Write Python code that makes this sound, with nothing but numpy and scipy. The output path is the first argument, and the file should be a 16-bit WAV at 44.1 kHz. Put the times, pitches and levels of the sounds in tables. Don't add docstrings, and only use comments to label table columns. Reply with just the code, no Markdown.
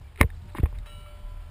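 import sys
import numpy as np
from scipy import signal
from scipy.fft import rfft, irfft
from scipy.io import wavfile
from scipy.ndimage import uniform_filter1d

SR = 44100
rng = np.random.default_rng(int(sys.argv[2]) if len(sys.argv) > 2 else 0)


def log_audio(samples):
    frames = np.atleast_2d(samples).T
    limited = np.clip(frames, -1, 1)
    pcm = np.round(limited * 32767).astype(np.int16)
    wavfile.write(sys.argv[1], SR, pcm)


def undo_db(level):
    steps = np.asarray(level, float) / 20
    return 10 ** steps


N = 66150

PARTIAL_HZ = (593, 1000, 1352, 1855, 2292, 2675, 2923, 3056, 3252, 3370, 3892, 3930, 4522, 5373)
# first blow in dB, second blow in dB, T60 in seconds, swell in seconds.
PARTIALS = [(-55, -53, 2.48, 0.0076), (-57.5, -53, 3, 0.16), (-53, -55.5, 2.45, 0.0021),
            (-56.5, -79, 0.33, 0.0028), (-58.5, -63, 1.5, 0.05), (-54.5, -64, 0.49, 0.0019),
            (-46.5, -66, 0.92, 0.039), (-59.5, -65, 2.2, 0.012), (-59.5, -93, 0.295, .003),
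            (-72, -66.5, 2.2, 0.014), (-53.5, -74, 0.8, 0.004), (-58, -74, 0.74, 0.004),
            (-69.5, -68.5, 2.5, 0.045), (-67, -86, 0.59, 0.0024)]
BLOW_S = [
    .859,
    1.06,
]
CLANK_LEVEL_DB = (-48, -66)
CLANK_CENTRE_HZ = (1600, 1190)
CLANK_BAND_HZ = (2600, 300)
# Hz, centre in seconds, length in seconds, gain in dB.
WAVE_PATH = [(1352, .887, 0.02, -2), (1352, 1.1, .01, -5), (3900, .86, 0.0051, -6), (1000, 1, 0.025, 5),
             (1000, 1.32, 0.027, 5.5), (1000, 0.94, 0.018, -5), (2292, 1.077, 0.069, 7.5),
             (2292, 1.3, .1, -3), (2923, .95, 0.041, 2), (2923, 0.888, .015, -5), (593, 1.15, 0.063, 1),
             (3100, 1.05, 0.05, 3), (1352, 1.23, .08, -4.5)]
# start in seconds, peak in dB, colour centre in Hz, T60 in seconds, top in Hz.
CASE_KNOCKS = [(.014, -45, 714, 0.037, 4030), (0.16, -39, 3040, .012, 9000),
               (.176, -37.5, 3100, 0.017, 4550), (0.2075, -12, 208, 0.021, 1100),
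               (0.212, -3.5, 2090, .006, 19300), (0.2124, -3, 800, 0.018, 19000),
               (0.213, -15.5, 3900, 0.014, 19000), (0.2152, -22.5, 1800, 0.016, 19000),
               (0.2272, -21, 1480, 0.018, 6000), (0.2307, -20.5, 1990, .03, 5550),
               (0.2341, -25.5, 397, .1, 2500), (.279, -51, 1800, 0.02, 3000),
               (.303, -43.5, 1800, .015, 4200), (0.5501, -26, 950, 0.083, 3020),
               (0.5519, -37, 306, 0.049, 450), (0.5845, -22.5, 1150, .04, 3020),
               (0.5879, -25, 294, 0.035, 396), (0.6329, -25, 326, 0.07, 700),
               (0.658, -25, 1000, .055, 4030), (0.727, -38.5, 770, .015, 1510),
               (0.7871, -37.5, 4470, 0.011, 9000), (1.062, -47, 2500, 0.017, 4500)]
# frequency in Hz, level in dB, width in Hz.
CASE_MODES = [(198, 3, 98), (246, 5, 79), (340.5, 0.5, 65), (439.4, -7.5, 26.5), (571, -4.5, 84),
              (847, -3.5, 170), (1038, -2, 110), (1460, -13, 230), (1850, -1.5, 128), (2109, 3, 164),
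              (2440, -26, 280), (3790, -7, 160), (5220, -3.5, 1000)]
# start in seconds, peak in dB, frequency in Hz, fade in seconds.
POLE_THUMPS = [
    (0.2086, -9, 69, 0.0091),
    (0.2417, -15, 67.6, .011),
    (0.583, -31.5, 92, 0.004),
    (0.5976, -19.5, 80, 0.0052),
    (0.6327, -10, 59.7, 0.01),
    (0.658, -25, 58.6, 0.018),
]
# start in seconds, length in seconds, level in dB, centre in Hz, width in Hz.
HAND_RUBS = [(0.171, 0.076, -45.5, 1500, 2700), (0.199, 0.018, -32.5, 2200, 550),
             (0.227, 0.02, -41, 600, 800), (0.473, 0.048, -59, 2000, 3100), (0.553, 0.039, -43, 1800, 2200),
             (0.591, 0.02, -47, 1800, 1900), (0.627, 0.02, -46, 1500, 1700), (0.74, .03, -57.5, 2000, 1100),
             (0.332, 0.25, -66, 936, 20), (0.025, 0.087, -65.5, 2340, 130), (0.173, 0.034, -52, 385, 42)]
# centre in seconds, peak in dB, Hz, length in seconds,
# pitch rise as a share.
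TICKS = [(0.16, -49, 2380, .006, 0.071), (0.215, -31.5, 3846, 0.0063, 0.058),
         (0.246, -36.5, 470, .02, 0.032), (0.3042, -44, 1744, 0.0066, 0.08),
         (0.304, -54.5, 3660, .006, .01), (.351, -57, 3980, 0.0087, 0.052), (0.37, -60, 4700, .005, .03),
         (.421, -57, 3900, 0.0075, 0.069), (.477, -61, 4960, 0.007, .03), (.478, -67, 3040, .006, 0.031),
         (0.49, -54, 2190, 0.0062, .15), (0.502, -57, 3970, .008, .06), (.522, -58, 3620, .007, 0.077),
         (0.525, -58, 4570, .005, .05), (0.537, -58, 3970, .007, 0.07), (.554, -33, 330, .016, -0.017),
         (.556, -39.5, 822, .014, 0.025), (0.5527, -42, 1004, .008, -0.0072),
         (.553, -42, 1750, .007, 0.042), (.637, -36, 724, 0.01208, 0.06), (.663, -41.5, 497, 0.0116, -.1),
         (0.579, -60.5, 4890, 0.036, .005), (0.588, -43, 1926, .008, .01), (.591, -44, 2270, .008, .01),
         (0.611, -57, 3480, 0.0042, 0.004), (.635, -26, 278, 0.0071, -.2), (.636, -49, 1850, 0.011, -0.043),
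         (0.637, -54, 3360, 0.0094, .01), (0.66, -46.5, 1100, 0.00964, 0.058),
         (.66, -52, 3500, 0.0071, .01), (.661, -42, 2510, .007, -0.086), (.789, -50.5, 3780, .006, 0.0037),
         (0.863, -49, 1290, .008, 0.12), (.874, -51, 1240, .008, .15), (.861, -48, 3110, 0.0054, .05),
         (0.873, -57, 3040, 0.0052, .05), (1.064, -49, 1190, 0.012, -0.017)]
# time in seconds, slow sway in dB, quick bend in dB.
GUSTS = [(0, -44.5, -42.5), (.13, -54, -49.5), (.3, -41.5, -44), (.37, -38.5, -40.5), (0.408, -59, -44),
         (0.459, -51, -40.5), (.51, -43.5, -44.5), (.7, -40.5, -44), (0.782, -29.5, -43), (.87, -44, -54),
         (.98, -44.5, -42), (1.08, -48, -49), (1.13, -39, -52.5), (1.17, -46, -46.5), (1.25, -33, -49),
         (1.311, -42, -44.5), (1.37, -38.5, -46.5), (1.5, -46.5, -44)]
# frequency in Hz, level in dB.
RUMBLE_SPECTRUM = [(20, 0.5), (60, -18), (120, -15), (200, -3.5), (300, -38), (500, -30)]
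# frequency in Hz, density in dB per Hz.
WATER_SPECTRUM = [(120, -34), (200, -7.5), (430, -7.5), (595, -10), (695, -6.5), (991, -7.5), (1800, -12),
                  (2990, -14), (5900, -26.5), (7670, -69), (13000, -120)]
# frequency in Hz, level in dB.
SIDE_SPECTRUM = [(29, -70), (50, -33), (1450, -17), (1970, -16), (2960, -16), (4770, -14), (5910, -27),
                 (7160, -17.5), (15000, -43)]
# frequency in Hz, level in dB.
SIDE_LEAK = [(30, -38), (70, -40), (150, -29), (300, -33), (700, -38), (1500, -42), (3000, -37),
             (8000, -46)]
# start in seconds, end in seconds.
DROPOUTS = [(.35, .392), (.435, .48), (.8, .855)]


def evened(x):
    return x / np.sqrt(np.mean(x ** 2) + 1e-20)


def read(points, hz):
    f, value = np.transpose(points)
    return np.interp(np.log(hz + 1), np.log(f + 1), value)


def add(mix, start_s, sound):
    part = mix[round(start_s * SR):][:len(sound)]
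    part += sound[:len(part)]


def resonate(x, hz, width_hz):
    turn = np.exp(2j * np.pi * np.cumsum(hz * np.ones(len(x))) / SR)
    r = np.exp(-np.pi * width_hz / SR)
    return 2 * (turn * signal.lfilter([1 - r], [1, -r], x / turn + 1e-18)).real


def resonate_twice(x, hz, width_hz):
    return resonate(resonate(x, hz, width_hz), hz, width_hz)


def shaped(x, points):
    return irfft(rfft(x) * undo_db(read(points, np.fft.rfftfreq(len(x), 1 / SR))), len(x))


def dulled(x, top_hz):
    return signal.sosfilt(signal.butter(4, min(top_hz, SR / 2.2), fs=SR, output="sos"), x)


def drift(top_hz):
    t = np.arange(N) / SR
    rates_hz = np.geomspace(.15, 1, num=10) * top_hz
    return evened(sum(np.sin(2 * np.pi * (hz * t + rng.random())) for hz in rates_hz))


def ring_power(t, start_s, db, t60_s, swell_s):
    swell = 1 - np.exp(-np.maximum(t - start_s, 0) / swell_s)
    return (undo_db(db - 60 * (t - start_s) / t60_s) * swell) ** 2


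def wave_path_db(t, hz):
    width_hz = 90
    return sum(db * np.exp(-((hz - f) / width_hz) ** 2 - ((t - s) / length_s) ** 2)
               for f, s, length_s, db in WAVE_PATH)


def bell():
    hum_s, hum_db, hum_swell_s = 0.44, -54, 0.075
    pair_hz, pair_null_s = (3892, 3930), .889
    waver_db, waver_hz = 1, 11.81
    clank_t60_s, clank_rise_s = 0.11, 0.00078
    shade_s, shade_db, shade_length_s = 1.07, -2, 0.068
    t, out = np.arange(N) / SR, np.zeros(N)
    for k, (hz, (first_db, second_db, t60_s, swell_s)) in enumerate(zip(PARTIAL_HZ, PARTIALS)):
        power = ring_power(t, BLOW_S[0], first_db, t60_s, swell_s)
        power = power + ring_power(t, BLOW_S[1], second_db, t60_s, swell_s)
        if k == 0:
            power = power + ring_power(t, hum_s, hum_db, t60_s, hum_swell_s)
        if hz == pair_hz[1]:
            phase = phase + .5 - (hz - pair_hz[0]) * pair_null_s
        else:
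            phase = rng.random()
        path = undo_db(wave_path_db(t, hz) + waver_db * drift(waver_hz))
        out += np.sqrt(power) * path * np.sin(2 * np.pi * (hz * t + phase))
    u = t[:4000]
    for s, db, hz, width_hz in zip(BLOW_S, CLANK_LEVEL_DB, CLANK_CENTRE_HZ, CLANK_BAND_HZ):
        noise = evened(resonate_twice(rng.standard_normal(len(u)), hz, width_hz))
        add(out, s, undo_db(db - 60 * u / clank_t60_s) * np.minimum(u / clank_rise_s, 1) * noise)
    return out * undo_db(shade_db * np.clip((t - shade_s) / shade_length_s, 0, 1))


def knocks():
    rise_s, snap_s, snap = .001, .0001, 9
    colour_db, colour_width, dry_db = 5, 0.88, -28
    t, out = np.arange(3000) / SR, np.zeros(N)
    for s, db, hz, t60_s, top_hz in CASE_KNOCKS:
        rattle = np.minimum(t / rise_s, 1) * rng.standard_normal(len(t))
        burst = undo_db(-60 * t / t60_s) * (rattle - snap * (t < snap_s))
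        x = sum(undo_db(mode_db - colour_db * np.log2(f / hz) ** 2) * resonate(burst, f, w) * 200 / w
                for f, mode_db, w in CASE_MODES)
        x = resonate(x, hz, colour_width * hz) + undo_db(dry_db + 2.7 * np.log2(hz / 1000)) * burst
        x = dulled(x, top_hz)
        add(out, s, undo_db(db) * x / abs(x).max())
    return out


def thumps():
    sag, sag_s, rise_s = 1.5, .003, .005
    t, out = np.arange(5000) / SR, np.zeros(N)
    for s, db, hz, fade_s in POLE_THUMPS:
        turns = np.cumsum(hz * (1 + sag * np.exp(-t / sag_s))) / SR
        x = -np.sin(2 * np.pi * turns) * (1 - np.exp(-t / rise_s)) * np.exp(-t / fade_s)
        add(out, s, undo_db(db) * x / abs(x).max())
    return out


def rubs():
    grain_db, top_hz = 2.2, 4170
    out = np.zeros(N)
    for s, length_s, db, hz, width_hz in HAND_RUBS:
        noise, grain = rng.standard_normal((2, int(length_s * SR)))
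        x = dulled(resonate_twice(noise * undo_db(grain_db * grain), hz, width_hz), top_hz)
        stroke = np.sin(np.pi * np.linspace(0, 1, len(x))) ** 1.1
        add(out, s, undo_db(db) * evened(x) * stroke)
    return out


def pings():
    out = np.zeros(N)
    for s, db, hz, length_s, rise in TICKS:
        u = np.arange(0, 2, 1 / (length_s * SR))
        turns = np.cumsum(hz * (1 + rise * (u - .5))) / SR
        envelope = (u / 0.41 * np.exp(1 - u / 0.38)) ** 2
        add(out, s - length_s / 2, undo_db(db) * envelope * np.sin(2 * np.pi * turns))
    return out


def pole_mode(noise, hz, width_hz):
    steady = 0.76
    x = evened(resonate(resonate(noise, hz, width_hz), hz, 1.14 * width_hz))
    power = abs(uniform_filter1d(x ** 2, size=1200))
    return evened(x / (power + 0.043) ** (steady / 2))


def wind():
    lump_db, lump_hz, rumble_db = 0.28, 7.88, -16
    t = np.arange(N) / SR
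    gust_s, sway_points, bend_points = np.transpose(GUSTS)
    sway_db, bend_db = np.interp(t, gust_s, sway_points), np.interp(t, gust_s, bend_points)
    sway_noise, rumble_noise, bend_noise = rng.standard_normal(size=(3, N))
    sway = pole_mode(sway_noise, 36.35, 14.3)
    bend = pole_mode(bend_noise, 80, 25.5)
    bend = bend + undo_db(rumble_db) * evened(shaped(rumble_noise, RUMBLE_SPECTRUM))
    return undo_db(lump_db * drift(lump_hz)) * (undo_db(sway_db) * sway + undo_db(bend_db) * bend)


def water():
    level_db, rise_db, patch_db, flicker_db = -61, 1.5, .9, .9
    frames, hz = N // 128 + 5, np.fft.rfftfreq(512, 1 / SR)
    real, imag, patch = rng.standard_normal((frames, 257, 3)).T
    patch = uniform_filter1d(uniform_filter1d(patch, size=5, axis=0), size=16, axis=1)
    flicker = evened(uniform_filter1d(rng.standard_normal(frames), size=3))
    spectrum_db = (read(WATER_SPECTRUM, hz) - 80 * (hz < 180))[:, None]
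    cells_db = spectrum_db + patch_db * evened(patch) + flicker_db * flicker
    z = (real + 1j * imag) * undo_db(cells_db)
    hiss = evened(signal.istft(z, nperseg=512, noverlap=384)[1][:N])
    toward_hull = np.clip((np.arange(N) / SR - .4) / 0.09, 0, 1)
    return hiss * undo_db(level_db + rise_db * toward_hull)


def scene():
    return np.tile(bell() + knocks() + thumps() + rubs() + pings() + wind() + water(), (2, 1))


def sample_and_hold(x):
    clock_hz, edge_hz = 12000, 15250
    hz = np.fft.rfftfreq(N, 1 / SR)
    low = irfft(rfft(x) / (1 + (hz / 5800) ** 30), N)
    sampled = low * (1 + 2 * np.cos(2 * np.pi * clock_hz * np.arange(N) / SR))
    edge = undo_db(-18 * (hz > edge_hz) - 60 * (hz > 16030))
    return irfft(rfft(sampled) * np.sinc(hz / clock_hz) * edge, N)


def patchy_top_band(x):
    edge_hz, dropout_hz, hole_share, gate_db = 15250, 12600, .55, -84
    hz, t, z = signal.stft(x, SR, nperseg=512)
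    holes = rng.random((len(t) // 2 + 1, 52)) < hole_share
    holes = np.repeat(np.repeat(holes, 2, axis=0), 5, axis=1).T[:len(hz), :len(t)]
    active = sum((t > start_s) & (t < end_s) for start_s, end_s in DROPOUTS)
    top = hz > edge_hz
    quiet = np.sqrt((abs(z[top & (hz < 16000)]) ** 2).mean(0)) < undo_db(gate_db)
    gone = holes * active * (hz > dropout_hz)[:, None] + top[:, None] * quiet
    return signal.istft(z * np.where(gone, .05, 1), SR, nperseg=512)[1][:N]


def top_cut(x):
    return signal.sosfilt(signal.butter(12, 16020, fs=SR, output="sos"), x)


def record(dry):
    side_db = -80.5
    held = patchy_top_band(sample_and_hold(dry[0]))
    hiss = undo_db(side_db) * evened(shaped(rng.standard_normal(N), SIDE_SPECTRUM))
    side = hiss + np.roll(shaped(held, SIDE_LEAK), SR // 300)
    return top_cut(np.array([held + side, held - side]))


dry = scene()
out = record(dry)
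log_audio(out)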